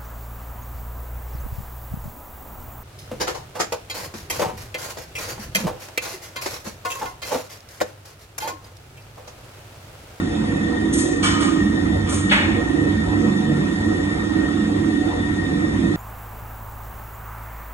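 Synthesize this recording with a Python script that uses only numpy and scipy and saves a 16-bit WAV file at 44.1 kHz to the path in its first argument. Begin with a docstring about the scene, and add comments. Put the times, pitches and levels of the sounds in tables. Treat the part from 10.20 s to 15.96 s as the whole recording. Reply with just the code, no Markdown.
"""Stand mixer in a hard-walled kitchen

A large mixer runs throughout: wandering sines at multiples of its shaft speed drone with noise in the
room's modes, gear-mesh sines whine, and filtered noise makes the ringing housing and the fan's rush.
Some way off, short noise bursts make sharp hisses and knocks on the worktop that ring in the room;
a hollow note, two rough sines, lingers after the first knock.
Two microphone ports hear the bass alike, and the rest partly unlike and shifted in phase."""
import sys
import numpy as np
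from scipy import signal
from scipy.fft import rfft, irfft, next_fast_len
from scipy.io import wavfile
from scipy.ndimage import uniform_filter1d, map_coordinates

SR = 44100
rng = np.random.default_rng(int(sys.argv[2]) if len(sys.argv) > 2 else 0)


def master_out(mix):
    """Clip the mix to full scale and print it as 16-bit PCM to the path in sys.argv[1]."""
    frames = np.transpose(np.atleast_2d(mix))
    ceiling = np.clip(frames, -1, 1)
    pcm = np.round(ceiling * 32767).astype(np.int16)
    wavfile.write(sys.argv[1], SR, pcm)


N = 254016  # length in samples

# hollow note that lingers after the first knock: (t/s, f/Hz, level/dB)
NOTE_GLIDE = [(1.03, 1200, -58), (1.057, 1200, -49), (1.102, 1240, -53), (1.151, 1262, -30),
              (1.23, 1260, -35), (1.26, 1154, -42), (1.3, 1073, -40), (1.36, 1100, -67)]
# hisses: (t/s, level/dB, rise/s, fall t60/s)
HISS_EVENTS = [(0.724, -19.5, 0.0065, 0.12), (0.766, -16, 0.014, 0.13), (1.197, -16, 0.022, 0.098),
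               (1.879, -29, 0.0093, 0.21), (1.921, -16.5, 0.011, 0.11)]
# colour of a hiss: (f/Hz, level per Hz/dB)
HISS_COLOUR = [(700, -44), (1500, -27), (3500, -4.5), (4500, -8), (5500, -6.5), (6500, 1), (7800, -3),
               (9000, 3.5), (10500, -8.5), (11500, -9)]
# knocks: (t/s, thud level/dB, hollow level/dB, rim level/dB, snap level/dB, rise/s, fall t60/s)
KNOCK_EVENTS = [(1.022, -21, -18.5, -18, -22.5, 0.009, 0.15), (1.2, -31.5, -28, -31.5, -35, 0.0044, 0.21),
                (1.85, -40, -36, -42, -45.5, 0.011, 0.58), (2.092, -38, -37, -20, -47, 0.0046, 0.12),
                (2.11, -10.5, -29.5, -33, -31, 0.0022, 0.088)]
# colour of the worktop's thud: (f/Hz, level per Hz/dB)
THUD_COLOUR = [(350, -43), (550, -5), (800, -5.5), (1200, -5), (1800, 2.5), (2700, -4), (3600, -9),
               (4500, -24), (5500, -51)]
# low ring of the struck vessel: (f/Hz, width/Hz, level/dB)
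VESSEL_MODES = [(1030, 75, -8.5), (1093, 39, -6), (1213, 27, 0.5), (1254, 32, 0), (1410, 180, -9)]
# ring of the vessel's rim: (f/Hz, width/Hz, level/dB)
RIM_MODES = [(2293, 55, -1.5), (2280, 60, 3), (3020, 210, 0), (3250, 230, -3), (3560, 150, -3.5),
             (4320, 640, -10)]
# colour of the snap of contact: (f/Hz, level per Hz/dB)
SNAP_COLOUR = [(3500, -38), (5000, -3.5), (7000, -3.5), (10000, -9), (11500, -22.5)]
# reverberation of the kitchen: (f/Hz, t60/s)
KITCHEN_DECAY = [(500, 1), (1500, 0.76), (3000, 0.68), (7000, 0.69), (11000, 0.37)]

SHAFT_HZ = 24.446
# shaft orders in the lowest hum, the drone and the boom: (multiple of shaft speed, level/dB, wander/Hz)
THRUM_ORDERS = [(2, -16.5, 0.26), (2.4, -12.5, 0.96), (3, -10.5, 1.7), (4.05, -5, 0.91)]
DRONE_ORDERS = [(6, -13, 2.035), (7.2, -13.5, 1.59), (8, -10.5, 1.97), (9, -7, 1.76)]
BOOM_ORDERS = [(11, -11.5, 1.69), (12, -5, 1.046), (13, -9, 2.187), (15, -17, 1.76)]
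# frame rumble in the room's modes, one table for each of those layers: (f/Hz, width/Hz, level/dB)
THRUM_ROOM_MODES = [(58.3, 25, -12), (96, 26.5, -6.5)]
DRONE_ROOM_MODES = [(155.6, 14.5, -3.5), (196.2, 54, -1.5), (219.2, 15, -0.5)]
BOOM_ROOM_MODES = [(261, 16.6, -2), (301.5, 42, -7.5), (323, 33, 0.5), (365.3, 17, -9), (402, 41, -11)]
# uneven level of the three layers: (t/s, lowest hum level/dB, drone level/dB, boom level/dB)
HUM_LEVELS = [(0.1, -32.5, -25.5, -23.5), (0.44, -29, -24.5, -28), (0.71, -30, -27, -20.5),
              (1.06, -28, -29.5, -24.5), (1.4, -29.5, -24, -21), (1.77, -25, -26, -28),
              (2.17, -28, -22.5, -25), (2.52, -26, -26, -23.5), (3.36, -30.5, -21, -24),
              (3.61, -27, -27, -24.5), (4.43, -29, -25, -25.5), (4.71, -30, -25.5, -23),
              (4.96, -29.5, -28.5, -27), (5.6, -27.5, -24.5, -22)]
# gear mesh and its sidebands: (f/Hz, level/dB, wander/Hz)
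MESH_LINES = [(1820, -11, 5), (1857, -5, 3), (1874, -9, 4), (1897, -12, 4)]
# resonances of the gearbox cover: (f/Hz, width/Hz, level/dB)
GEARBOX_MODES = [(1811, 51, 0.5), (1855, 25, 9), (1870, 160, -15)]
# uneven level of the gear whine: (t/s, level/dB)
WHINE_LEVELS = [(0.1, -36), (0.35, -30.5), (2.45, -33), (3.31, -33.5), (3.62, -30), (4.37, -33.5),
                (4.62, -36.5), (4.83, -34), (5.26, -32), (5.7, -32)]
# weaker ringing of the housing: (f/Hz, width/Hz, level/dB)
HOUSING_MODES = [(478, 18, -38), (530, 43, -47), (568, 23, -47.5), (595, 21, -50), (715, 28, -54),
                 (734.3, 25, -43.5), (974, 37, -49), (1183, 16, -65), (1282, 30, -50), (1374, 44, -76),
                 (1667, 40, -61), (2020, 68, -49.5), (2276, 20, -58), (2563, 9.5, -56.5), (2730, 21, -74.5),
                 (3080, 74, -58.5), (3220, 42, -56), (3466, 85, -51), (3643, 120, -46.5)]
# colour of motor fan and gear rush: (f/Hz, level per Hz/dB)
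RUSH_COLOUR = [(250, -31), (420, -0.5), (600, -6.5), (1000, -10.5), (1400, -9), (1650, -15), (2300, -17),
               (3300, -21.5), (4100, -22), (7800, -26.5), (8500, -32.5), (10000, -28), (10700, -34),
               (11300, -79)]
WAVER_DB, WAVER_RATE = 1.5, 7  # waver of each hum and the whine: depth in dB, random knots a second
# random swell of the lower rush and housing: depth in dB, knots a second, upper edge in Hz
MURMUR_DB, MURMUR_RATE, MURMUR_HZ = 1.76, 7.6, 1100

# likeness of the two ports: (f/Hz, likeness 0-1)
PORT_LIKENESS = [(150, 1), (230, .97), (330, .7), (450, .5), (700, .3), (1500, .55), (2500, .45),
                 (3800, .3), (4700, .85), (6000, .88), (10000, .94)]
# phase between the ports: (f/Hz, left lead/rad)
PORT_LEAD = [(150, 0), (340, .45), (550, 3), (900, 5.5), (1400, 4.3), (2000, 3.6), (3000, 3.9), (3600, 2.5),
             (4400, 3.2), (5000, 2.8), (7600, .1), (9000, -.1), (10800, -1.7)]
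# balance of the ports: (f/Hz, left minus right level/dB)
PORT_TILT = [(60, 0), (110, -2.5), (190, -2), (340, -9.5), (600, 4.5), (1060, -1), (1890, 1.5),
             (3360, -0.5), (5970, 0.0), (10600, 0.0)]
TOP_HZ = 11200  # band limit of the ports


def amp(db):
    """Decibels to gain."""
    return 10 ** (np.asarray(db) / 20)


def unit(x):
    """Scaled to rms 1."""
    return x / np.sqrt(np.mean(x ** 2) + 1e-20)


def along(points, hz):
    """A curve through (f/Hz, value) points on a log frequency axis."""
    f, value = np.transpose(points)
    return np.interp(np.log(hz + 1), np.log(f + 1), value)


def wobble(rate):
    """Two smooth random curves, rate knots a second."""
    knots = rng.standard_normal((2, N // 500))
    return np.array([map_coordinates(k, [np.arange(N) * rate / SR]) for k in knots])


def filtered(x, response):
    """x shaped by a complex response of frequency."""
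    m = next_fast_len(x.shape[-1] + SR // 2)
    spectrum = rfft(x, m) * response(np.fft.rfftfreq(m, 1 / SR))
    return irfft(spectrum, m)[..., :x.shape[-1]]


def noise(response, size=N):
    """Two unrelated coloured noises of rms 1."""
    return unit(filtered(rng.standard_normal((2, size)), response))


def coloured(spectrum):
    """The gain of (f/Hz, level/dB) points, closed below the first and level above the last."""
    return lambda hz: amp(along(spectrum, hz)) * (hz > spectrum[0][0])


def resonant(modes):
    """Steep resonances whose powers add."""
    def response(f):
        return np.sqrt(sum(amp(2 * db) / (1 + (2 * (f - hz) / width) ** 2) ** 2
                           for hz, width, db in modes))
    return response


def tones(lines, flutter_db):
    """Sines whose pitch wanders and whose level flutters."""
    total = 0
    for hz, db, wander in lines:
        level = amp(db + flutter_db * wobble(9)) * np.sqrt(2)
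        cycles = np.cumsum(hz + wander * wobble(5), axis=1) / SR
        total = total + level * np.sin(2 * np.pi * cycles)
    return total


def patchy(x, depth_db):
    """Random gain in patches some hundred Hz wide and some tens of ms long."""
    z = signal.stft(x, nperseg=512)[2]
    field = uniform_filter1d(rng.standard_normal(z.shape[1:]), size=3, axis=0)  # across frequency
    field = uniform_filter1d(field, size=8, axis=1)  # across time
    return signal.istft(z * amp(depth_db * unit(field)), nperseg=512)[1][:, :x.shape[1]]


def burst_shape(t, rise, t60, rough_db):
    """A soft start, a fall, and an uneven grain of a few ms."""
    grain = wobble(163)[0, :len(t)]
    return (1 - np.exp(-t / abs(rise))) ** 2 * amp(rough_db * grain - 60 * t / t60)


def in_room(burst, wet_db):
    """A burst and its own reverberation, each frequency dying at its own speed."""
    hz, t, z = signal.stft(rng.standard_normal((2, SR)), SR, nperseg=256)
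    decay = amp(-60 * t / along(KITCHEN_DECAY, hz)[:, None])
    tail = signal.istft(z * decay, SR, nperseg=256)[1]
    sound = signal.fftconvolve(burst, amp(wet_db) * tail / np.linalg.norm(tail[0]), axes=1)
    sound[:, :burst.shape[1]] += burst
    return sound


def add(track, s, sound):
    """Mixes a sound in at s seconds."""
    track[:, round(s * SR):][:, :sound.shape[1]] += sound


def hollow_note():
    """A rough gliding tone with a fainter one below it."""
    s, pitch, level_db = np.transpose(NOTE_GLIDE)
    t = np.arange(N) / SR
    hz = np.interp(t, s, pitch)
    level = amp(np.interp(t, s, level_db, left=-200, right=-200))  # silent outside the glide
    return level * tones([(hz, 0, 12), (0.74 * hz, -5, 15)], flutter_db=4.3)


def hisses():
    """Short bright bursts of noise that ring in the room."""
    track, t = np.zeros((2, N)), np.arange(SR // 2) / SR
    for s, db, rise, t60 in HISS_EVENTS:
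        shape = amp(db) * burst_shape(t, rise, t60, rough_db=4.5)
        burst = shape * noise(coloured(HISS_COLOUR), size=len(t))
        add(track, s, in_room(burst, wet_db=2.5))
    return track


def knocks():
    """A rough contact that sounds the worktop, a hollow vessel and its rim."""
    track, t = np.zeros((2, N)), np.arange(SR // 2) / SR
    colours = coloured(THUD_COLOUR), resonant(VESSEL_MODES), resonant(RIM_MODES), coloured(SNAP_COLOUR)
    for s, *levels, rise, t60 in KNOCK_EVENTS:
        body = sum(amp(db) * noise(colour, size=len(t)) for db, colour in zip(levels, colours))
        shape = burst_shape(t, rise, t60, rough_db=1.5)
        add(track, s, in_room(shape * body, wet_db=7))
    return track


def uneven_gain(s, db):
    """The gain of an uneven level curve with a random waver on top."""
    return amp(np.interp(np.arange(N) / SR, s, db) + WAVER_DB * wobble(WAVER_RATE)[0])


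def hum(orders, flutter_db, modes, rumble_db):
    """Multiples of the shaft speed over frame rumble that excites the room's modes."""
    lines = [(k * SHAFT_HZ, db, wander) for k, db, wander in orders]
    return unit(tones(lines, flutter_db) + amp(rumble_db) * noise(resonant(modes)))


def hums():
    """Lowest hum, drone and boom, each uneven in level on its own."""
    s, *levels = np.transpose(HUM_LEVELS)
    thrum, drone, boom = [uneven_gain(s, db) for db in levels]
    low = thrum * hum(THRUM_ORDERS, 0.79, THRUM_ROOM_MODES, -3)
    low += drone * hum(DRONE_ORDERS, 5.13, DRONE_ROOM_MODES, -1.5)
    low += boom * hum(BOOM_ORDERS, 2.2, BOOM_ROOM_MODES, -4.5)
    return low


def gear_whine():
    """Gear-mesh tones with noise in the gearbox cover's resonances."""
    level = uneven_gain(*np.transpose(WHINE_LEVELS))
    return level * unit(tones(MESH_LINES, 2.3) + noise(resonant(GEARBOX_MODES)))


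def housing_and_rush():
    """Noise rings the housing's modes and rushes like fan and gears; its lower part swells at random."""
    t = np.arange(N) / SR
    housing = sum(amp(db) * noise(resonant([(hz, width, 0)])) for hz, width, db in HOUSING_MODES)
    # dB: the rush breathes at random and trembles 25 times a second
    turning = 0.43 * wobble(3.306) + 0.38 * np.sin(2 * np.pi * 25.0 * t)
    rush = amp(-34.0 + turning) * noise(coloured(RUSH_COLOUR))
    steady = patchy(housing + rush, depth_db=2.0)
    lower = filtered(steady, lambda hz: 1 / (1 + (hz / MURMUR_HZ) ** 4))
    swell = amp(MURMUR_DB * wobble(MURMUR_RATE)[0])
    return steady + (swell - 1) * lower


def mixer():
    """The running machine: hums of shaft and frame, gear whine, housing and rush."""
    return hums() + gear_whine() + housing_and_rush()


def scene():
    """Two arrivals of the same sound field, with unrelated noise and wander."""
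    return hollow_note() + hisses() + knocks() + mixer()


def record(dry):
    """The ports share one arrival, shifted in phase, and take the other with opposite signs."""
    side = np.array([[.5], [-.5]])  # left, right

    def colour(hz):
        balance = amp(side * along(PORT_TILT, hz)) * np.exp(1j * side * along(PORT_LEAD, hz))
        return balance * (hz < TOP_HZ) / (1 + (43 / (hz + 1)) ** 6)  # band limit, deep bass cut

    def likeness(hz):
        return np.clip(along(PORT_LIKENESS, hz), 0, 1)

    shared = filtered(dry[0], lambda hz: colour(hz) * np.sqrt((1 + likeness(hz)) / 2))
    split = filtered(dry[1], lambda hz: 2 * side * colour(hz) * np.sqrt((1 - likeness(hz)) / 2))
    return shared + split


dry = scene()
out = record(dry)
master_out(out)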